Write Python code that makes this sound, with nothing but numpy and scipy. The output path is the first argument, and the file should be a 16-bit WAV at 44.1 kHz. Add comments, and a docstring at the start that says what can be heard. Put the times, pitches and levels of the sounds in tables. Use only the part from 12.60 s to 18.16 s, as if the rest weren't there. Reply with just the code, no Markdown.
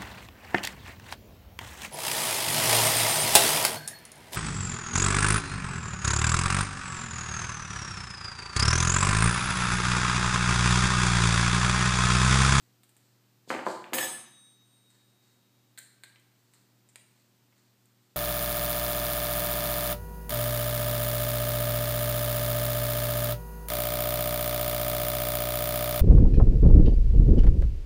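"""A small, hard kitchen, one microphone close to the counter, a refrigerator humming behind. A small
glass spice jar is set down, edge first, then flat: the board knocks and shudders, and the seeds inside
slide. A light metal piece, likely a funnel, drops beside it and bounces, ringing. Fingers rub a plastic
lid, which clicks as it slips against a jar, faintly at first and more clearly later."""
import sys
import numpy as np
from scipy import signal
from scipy.fft import rfft, irfft
from scipy.io import wavfile

SR = 44100
rng = np.random.default_rng(int(sys.argv[2]) if len(sys.argv) > 2 else 0)


def put_to_file(sound):
    """Save the sound as 16-bit audio at rate SR, in the file named by the first command-line argument."""
    columns = np.atleast_2d(sound).T  # one column per channel
    safe = np.clip(columns, -1, 1)
    whole_steps = np.round(safe * 32767)
    wavfile.write(sys.argv[1], SR, whole_steps.astype(np.int16))


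N = 245195


def amp(db):
    """Decibels to amplitude."""
    return 10 ** (np.asarray(db) / 20)


def read(points, hz):
    """A spectrum's value on a log-frequency axis."""
    f, value = np.transpose(points)
    return np.interp(np.log(hz + 1), np.log(f + 1), value)


def add(mix, s, sound):
    """Mixes a sound in at s seconds."""
    part = mix[round(s * SR):][:len(sound)]
    part += sound[:len(part)]


def wander(per_s, size):
    """A slow random curve of rms about 1."""
    knots = rng.standard_normal(size=400)
    return np.interp(np.arange(size) * per_s / SR, np.arange(len(knots)), knots)


def coloured(noise, colour):
    """Gives noise a spectrum, at rms 1."""
    gain = amp(read(colour, np.fft.rfftfreq(len(noise), 1 / SR)))
    shaped = irfft(rfft(noise) * gain, len(noise))
    return shaped / np.sqrt(np.mean(shaped ** 2) + 1e-20)


def pulse(colour, corner_hz=SR, weight_db=0, size=2048):
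    """A click of peak 1 with this colour; a soft contact loses treble, a heavy one gains bass."""
    hz = abs(np.fft.fftfreq(size, 1 / SR))
    contact = 1 / np.sqrt(1 + (hz / corner_hz) ** 8) + amp(-46)
    bass_db = weight_db / (1 + (hz / 400) ** 2)
    log_gain = np.log(amp(read(colour, hz) + bass_db) * contact)
    minimum_phase = np.exp(np.conj(signal.hilbert(log_gain)))
    click = np.fft.ifft(minimum_phase).real[:size // 2]
    return click / abs(click).max()


def scatter(sound, decay, size):
    """Dense echoes of a sound, each band dying at its own speed; decay pairs Hz with t60 in seconds."""
    taps = rng.choice([-1., 1.], size) * (rng.random(size) < .25)
    hz, t, bands = signal.stft(taps, SR, nperseg=256)
    t60 = np.maximum(read(decay, hz), .005)[:, None]
    tail = signal.istft(bands * amp(-60 * t / t60), SR, nperseg=256)[1]
    return signal.fftconvolve(sound, tail / np.linalg.norm(tail))


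def ring(modes, blows, centre_hz, uneven_db=1, rock_db=0, rocks_per_s=24, settle_s=1.0, size=65536):
    """Blows feed each mode and jolt its phase; any rocking makes it swell and dip until it settles."""
    s, db, tilt_db = np.transpose(blows)
    t = np.arange(size) / SR
    at = np.round((s - s.min()) * SR).astype(int)
    sway_db = rock_db * np.exp(-t / settle_s)
    out = np.zeros(N)
    for hz, mode_db, t60 in modes:
        kick_db = db + mode_db + tilt_db * np.log2(hz / centre_hz)
        kicks = amp(kick_db + uneven_db * rng.standard_normal(len(s))) ** 2
        retained = amp(-60 / t60 / SR) ** 2
        energy = signal.lfilter([1], [1, -retained], np.bincount(at, kicks, size) + 1e-30)
        # a hard blow resets the phase
        jolts = np.pi * rng.standard_normal(len(s)) * np.sqrt(kicks / energy[at])
        phase = 2 * np.pi * hz * t + np.cumsum(np.bincount(at, jolts, size))
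        rocking = amp(sway_db * np.tanh(wander(rocks_per_s, size)))
        add(out, s.min(), np.sqrt(energy) * rocking * np.sin(phase))
    return out


def grains(moves, colour, per_s, rise_db_per_s, fall_db_per_s):
    """Many tiny impacts that swell, hold and die away with each move."""
    t = np.arange(N) / SR
    impacts = rng.standard_normal(N) * (rng.random(N) < per_s / SR)
    flow = np.zeros(N)
    for s, db, hold_s in moves:
        before, after = np.maximum(s - t, 0), np.maximum(t - s - hold_s, 0)
        flow += amp(db - rise_db_per_s * before - fall_db_per_s * after)
    return coloured(impacts, colour) * flow


def room_tone(level_db=-69):
    """Soft, steady hiss under everything."""
    # The hiss's colour. Each row: frequency in Hz, relative level in dB.
    air = [(25, -27.5), (70, -1.5), (120, 1), (190, -2.5), (320, -4), (450, -7), (800, -10), (2200, -13.5),
           (4800, -13.5), (5800, -15.5), (8000, -16), (10500, -23), (13500, -15), (15400, -17)]
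    return amp(level_db) * coloured(rng.standard_normal(N), air)


def refrigerator(waver=0.159, drift_rad=0.64):
    """A low hum in the background, each tone wavering in level and phase."""
    # Each row: frequency in Hz, rms level in dB.
    tones = [(120.2, -70), (198, -79.5), (241, -81), (295, -82), (361, -83.5)]
    t = np.arange(N) / SR
    hum = np.zeros(N)
    for hz, db in tones:
        level = amp(db) * np.sqrt(2) * (1 + waver * wander(3.9, N))
        hum += level * np.sin(2 * np.pi * hz * t + drift_rad * wander(5.9, N))
    return hum


def kitchen(sound, delay_s=.004):
    """The diffuse echo of cupboards and walls, reaching the microphone just after the direct sound."""
    # The room's decay. Each row: frequency in Hz, t60 in seconds.
    decay = [(120, 1), (400, 0.46), (1200, 0.72), (4000, 0.6), (8000, 0.55), (15000, 0.36)]
    echo = np.zeros(N)
    add(echo, delay_s, scatter(sound, decay, size=32768))
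    return echo


def fingers():
    """Skin catches on plastic as the fingers stroke the lid."""
    # Each row: time of full pressure in seconds, level in dB, hold in seconds.
    strokes = [(0.01, -77, 0.043), (0.37, -77.5, 0.13), (2.31, -74, .05), (2.63, -74.5, 0.08),
               (3.79, -77, .02), (3.945, -71.5, 0.023), (4.56, -75.5, 0.063), (4.98, -73, 0.013),
               (5.44, -79.5, 0.023)]
    # The rubbing's colour. Each row: frequency in Hz, relative level in dB.
    colour = [(300, -10), (1000, -1.5), (2000, 0), (3000, -13.5), (4300, 4.5), (5600, -6), (7900, 2.5),
              (10000, -14), (15000, -16.5)]
    return grains(strokes, colour, per_s=2000, rise_db_per_s=400, fall_db_per_s=132)


def lid(slips=4, slip_gap_s=.0045, tighten_db=5, chatter_db=-4):
    """Plastic slips over glass in quick runs: a sharp snap, a dry tick, a hollow body, a brief chatter."""
    # Each row: start in seconds, body level in dB, body pitch in Hz, snap level in dB, tick level in dB,
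    # contact corner in Hz, growth per slip in dB.
    clicks = [(0.2344, -68, 1850, -47, -44.5, 13900, -3), (0.293, -72, 1850, -47, -49, 15000, -6),
              (0.3668, -63, 1800, -48, -53, 12100, -5), (2.304, -67, 1850, -51, -60, 9000, -8),
              (2.346, -59, 1750, -61.5, -60, 7000, -4), (3.1763, -37.5, 1667, -38.5, -55, 15000, 4),
              (3.4362, -34.5, 1675, -39, -44, 10900, -3.5), (3.5592, -50, 2220, -72, -51.5, 3700, -5),
              (3.598, -73, 1970, -53, -71, 12200, -17), (3.937, -59, 1900, -49.5, -49.5, 10000, -2),
              (4.289, -59, 2010, -49.5, -62, 7800, -3), (4.358, -42.5, 1960, -32.5, -38, 9000, -14),
              (4.926, -77, 2020, -68, -57.5, 2500, -15), (5.257, -72, 1990, -50, -61, 13060, -18)]
    # The lid's hollow body. Each row: multiple of its pitch, relative level in dB.
    hollow = [(.06, -34), (.25, -16.5), (.75, -14), (1, 7.5), (1.11, -0.5), (1.25, 1), (1.75, -10),
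              (2.52, 4), (3.3, -21.5), (9, -67)]
    # Colours of snap and tick. Each row: frequency in Hz, relative level in dB.
    snap_colour = [(300, -31), (3000, -33), (5800, -24), (7200, -7), (8800, -2), (9600, -10.5),
                   (10300, -16.5), (12000, -10), (15500, -15.5)]
    tick_colour = [(100, -37), (350, -5), (900, -4.5), (2200, -2), (3500, 3), (5500, -5.5), (9000, -18),
                   (15000, -2)]
    chatter_decay = [(1700, 0.066), (4000, 0.044), (8000, 0.016)]
    out = np.zeros(N)
    for s, body_db, pitch_hz, snap_db, tick_db, corner_hz, growth_db in clicks:
        body = amp(body_db) * pulse([(k * pitch_hz, db) for k, db in hollow], corner_hz)
        tick = amp(tick_db) * pulse(tick_colour, corner_hz)
        snap = amp(snap_db) * pulse(snap_colour, corner_hz)
        for slip in range(slips):
            # the lid sits tighter with each slip, so body and tick fall behind the snap
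            click = amp(slip * growth_db) * (snap + amp(-slip * tighten_db) * (body + tick))
            start = s + slip * slip_gap_s
            add(out, start, click)
            add(out, start, amp(chatter_db) * scatter(click, chatter_decay, size=2048))
    return out


def funnel():
    """Light metal bounces on the counter: returns the short, noisy clashes and the ring they leave."""
    # Each row: start in seconds, ring level in dB, tilt in dB per octave, clash level in dB.
    bounces = [(1.3336, -60, -5, -8.5), (1.3386, -35.5, 1.5, -13.5), (1.3473, -47.5, 16.5, -26),
               (1.3814, -48.5, -9.5, -8.5), (1.4041, -37, -1.5, -31), (1.41, -40.5, 0, -21),
               (1.4282, -38, -2.5, -19), (1.442, -45, 6.5, -13)]
    # The metal's modes. Each row: frequency in Hz, relative level in dB, t60 in seconds.
    modes = [(1727, -11, .45), (1745, -8, .38), (1794, -7.5, .3), (2525, -13, .4), (3408, -14, .5),
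             (3429, -25, 1.3), (3779, -27.5, 4.6), (3781, -25, 2.2), (4975, -14, .55), (5236, -13, .4),
             (6146, -21, 1.5), (6152, -11, .4), (6621, -13, .45), (6646, -9, .48), (6944, -14, .35),
             (7991, -1, .45), (8590, -2, .62), (8591, -20, 2.1), (8594, -23, 2.1), (9457, -14, .72),
             (9976, -5, .42), (10756, -8, .5), (12281, -6, .36), (12326, -5, .33), (12620, -19, .3),
             (14020, -19, .22), (14262, -14, .3), (14860, -13, .29), (14930, -14, .29)]
    # The clash's colour. Each row: frequency in Hz, relative level in dB.
    colour = [(500, -22), (2500, -0.5), (4500, 2), (5600, -10), (6600, 5.5), (8500, -4), (10500, -2.5),
              (11500, -21), (12300, 11.5), (13400, -22), (14500, -6)]
    clashes, edge = np.zeros(N), pulse(colour)
    for s, _, _, clash_db in bounces:
        add(clashes, s, amp(clash_db) * scatter(edge, [(2000, 0.091), (12000, 0.082)], size=8192))
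    blows = [row[:3] for row in bounces]
    ringing = ring(modes, blows, centre_hz=6000, uneven_db=2.5, rock_db=6, rocks_per_s=29.6, size=3 * SR)
    return clashes, ringing


def seeds():
    """The seeds slide each time the jar tips onto the counter."""
    # Each row: time of full flow in seconds, level in dB, hold in seconds.
    slides = [(0.895, -46.5, 0.016), (1.065, -50.5, 0.05)]
    # The sliding's colour. Each row: frequency in Hz, relative level in dB.
    colour = [(500, -19), (2500, -5.5), (4500, 5), (5600, -4), (7500, 1), (8800, -2.5), (10000, -11),
              (13500, -16), (15500, -23)]
    return grains(slides, colour, per_s=4900, rise_db_per_s=1293, fall_db_per_s=194)


def rattle(knocks, count=3, gap_s=0.012, uneven=.25, fade_db=3, corner_share=0.93):
    """Lists each knock and the lighter, duller contacts after it, unevenly spaced and fading."""
    contacts = []
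    for s, db, corner_hz, weight_db, rattle_db in knocks:
        contacts.append((s, db, corner_hz, weight_db))
        gaps = gap_s * (1 + uneven * rng.uniform(-1, 1, count))
        for k, delay in enumerate(np.cumsum(gaps)):
            contacts.append((s + delay, db + rattle_db - k * fade_db, corner_hz * corner_share, weight_db))
    return contacts


def counter(shudder_db=-2, modes_db=-29):
    """Each blow is a push, a brief shudder of the board and what stands on it, and a few low modes."""
    # Each row: start in seconds, level in dB, contact corner in Hz (harder is brighter),
    # bass weight in dB, rattle in dB relative to the knock.
    knocks = [(0.876, -44.5, 695, 19, -7), (0.9038, -15, 2170, -1, -7), (0.9405, -26, 2620, -9, -13),
              (0.9494, -21, 2150, 3.5, -6.5), (0.9921, -26.5, 2640, -10.5, -11.5),
              (1.066, -15.5, 1150, -7.5, -12), (1.242, -30.5, 2970, -20, -17.5),
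              (1.324, -30, 750, -10, -24), (1.3334, -14.5, 3800, 6.5, -8), (1.3800, -22.5, 3930, 4.5, -10),
              (1.3856, -15, 3700, -5, -17), (1.429, -26, 2070, -3, -17)]
    # Modes of counter top and jar. Each row: frequency in Hz, relative level in dB, t60 in seconds.
    modes = [(130, -11, .35), (215, -7, .25), (362, 1.5, .4), (519, 2, .28), (555, -2, .25), (749, -1, .3),
             (857, -3, .3), (937, -3, .24), (1060, -5, .2), (1413, -8, .2), (1481, -8, .18),
             (1760, -8, .18), (2030, -10, .15)]
    # A blow's colour. Each row: frequency in Hz, relative level in dB.
    colour = [(40, -30), (85, -29), (130, -14), (250, 4), (430, 3), (700, 3), (1000, 5), (1300, 1),
              (1800, 3.5), (3000, 3), (5400, -9.5), (8000, -1), (15000, -0.5)]
    shudder_decay = [(200, 0.1), (800, 0.11), (2000, 0.021), (9000, 0.044)]
    contacts = rattle(knocks)
    blows = [(s, db, -weight_db / 3) for s, db, _, weight_db in contacts]  # weight tilts the ring low
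    out = amp(modes_db) * ring(modes, blows, centre_hz=700)
    for s, db, corner_hz, weight_db in contacts:
        push = pulse(colour, corner_hz, weight_db)
        add(out, s, amp(db) * push)
        add(out, s + 0.00039, amp(db + shudder_db) * scatter(push, shudder_decay, size=8192))
    return out


def scene():
    """Jar, funnel and lid up close, each with its share of the room, over hum and hiss."""
    knocks = counter() + seeds()
    clashes, ringing = funnel()
    clicks = lid() + fingers()
    echo = kitchen(amp(-3.5) * knocks + amp(-2.5) * clashes + amp(-9) * ringing + amp(-4) * clicks)
    return (knocks + clashes + ringing + clicks + echo + refrigerator() + room_tone())[None]


def record(dry, low_cut_hz=105, high_cut_hz=15400):
    """The microphone's signal passes a bass cut and a steep treble limit."""
    bass_cut = signal.butter(N=5, Wn=low_cut_hz, btype="high", fs=SR, output="sos")
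    band_limit = signal.firwin(401, high_cut_hz, window=("kaiser", 8), fs=SR)
    return signal.oaconvolve(signal.sosfilt(bass_cut, dry), band_limit[None], "same")


dry = scene()
out = record(dry)
put_to_file(out)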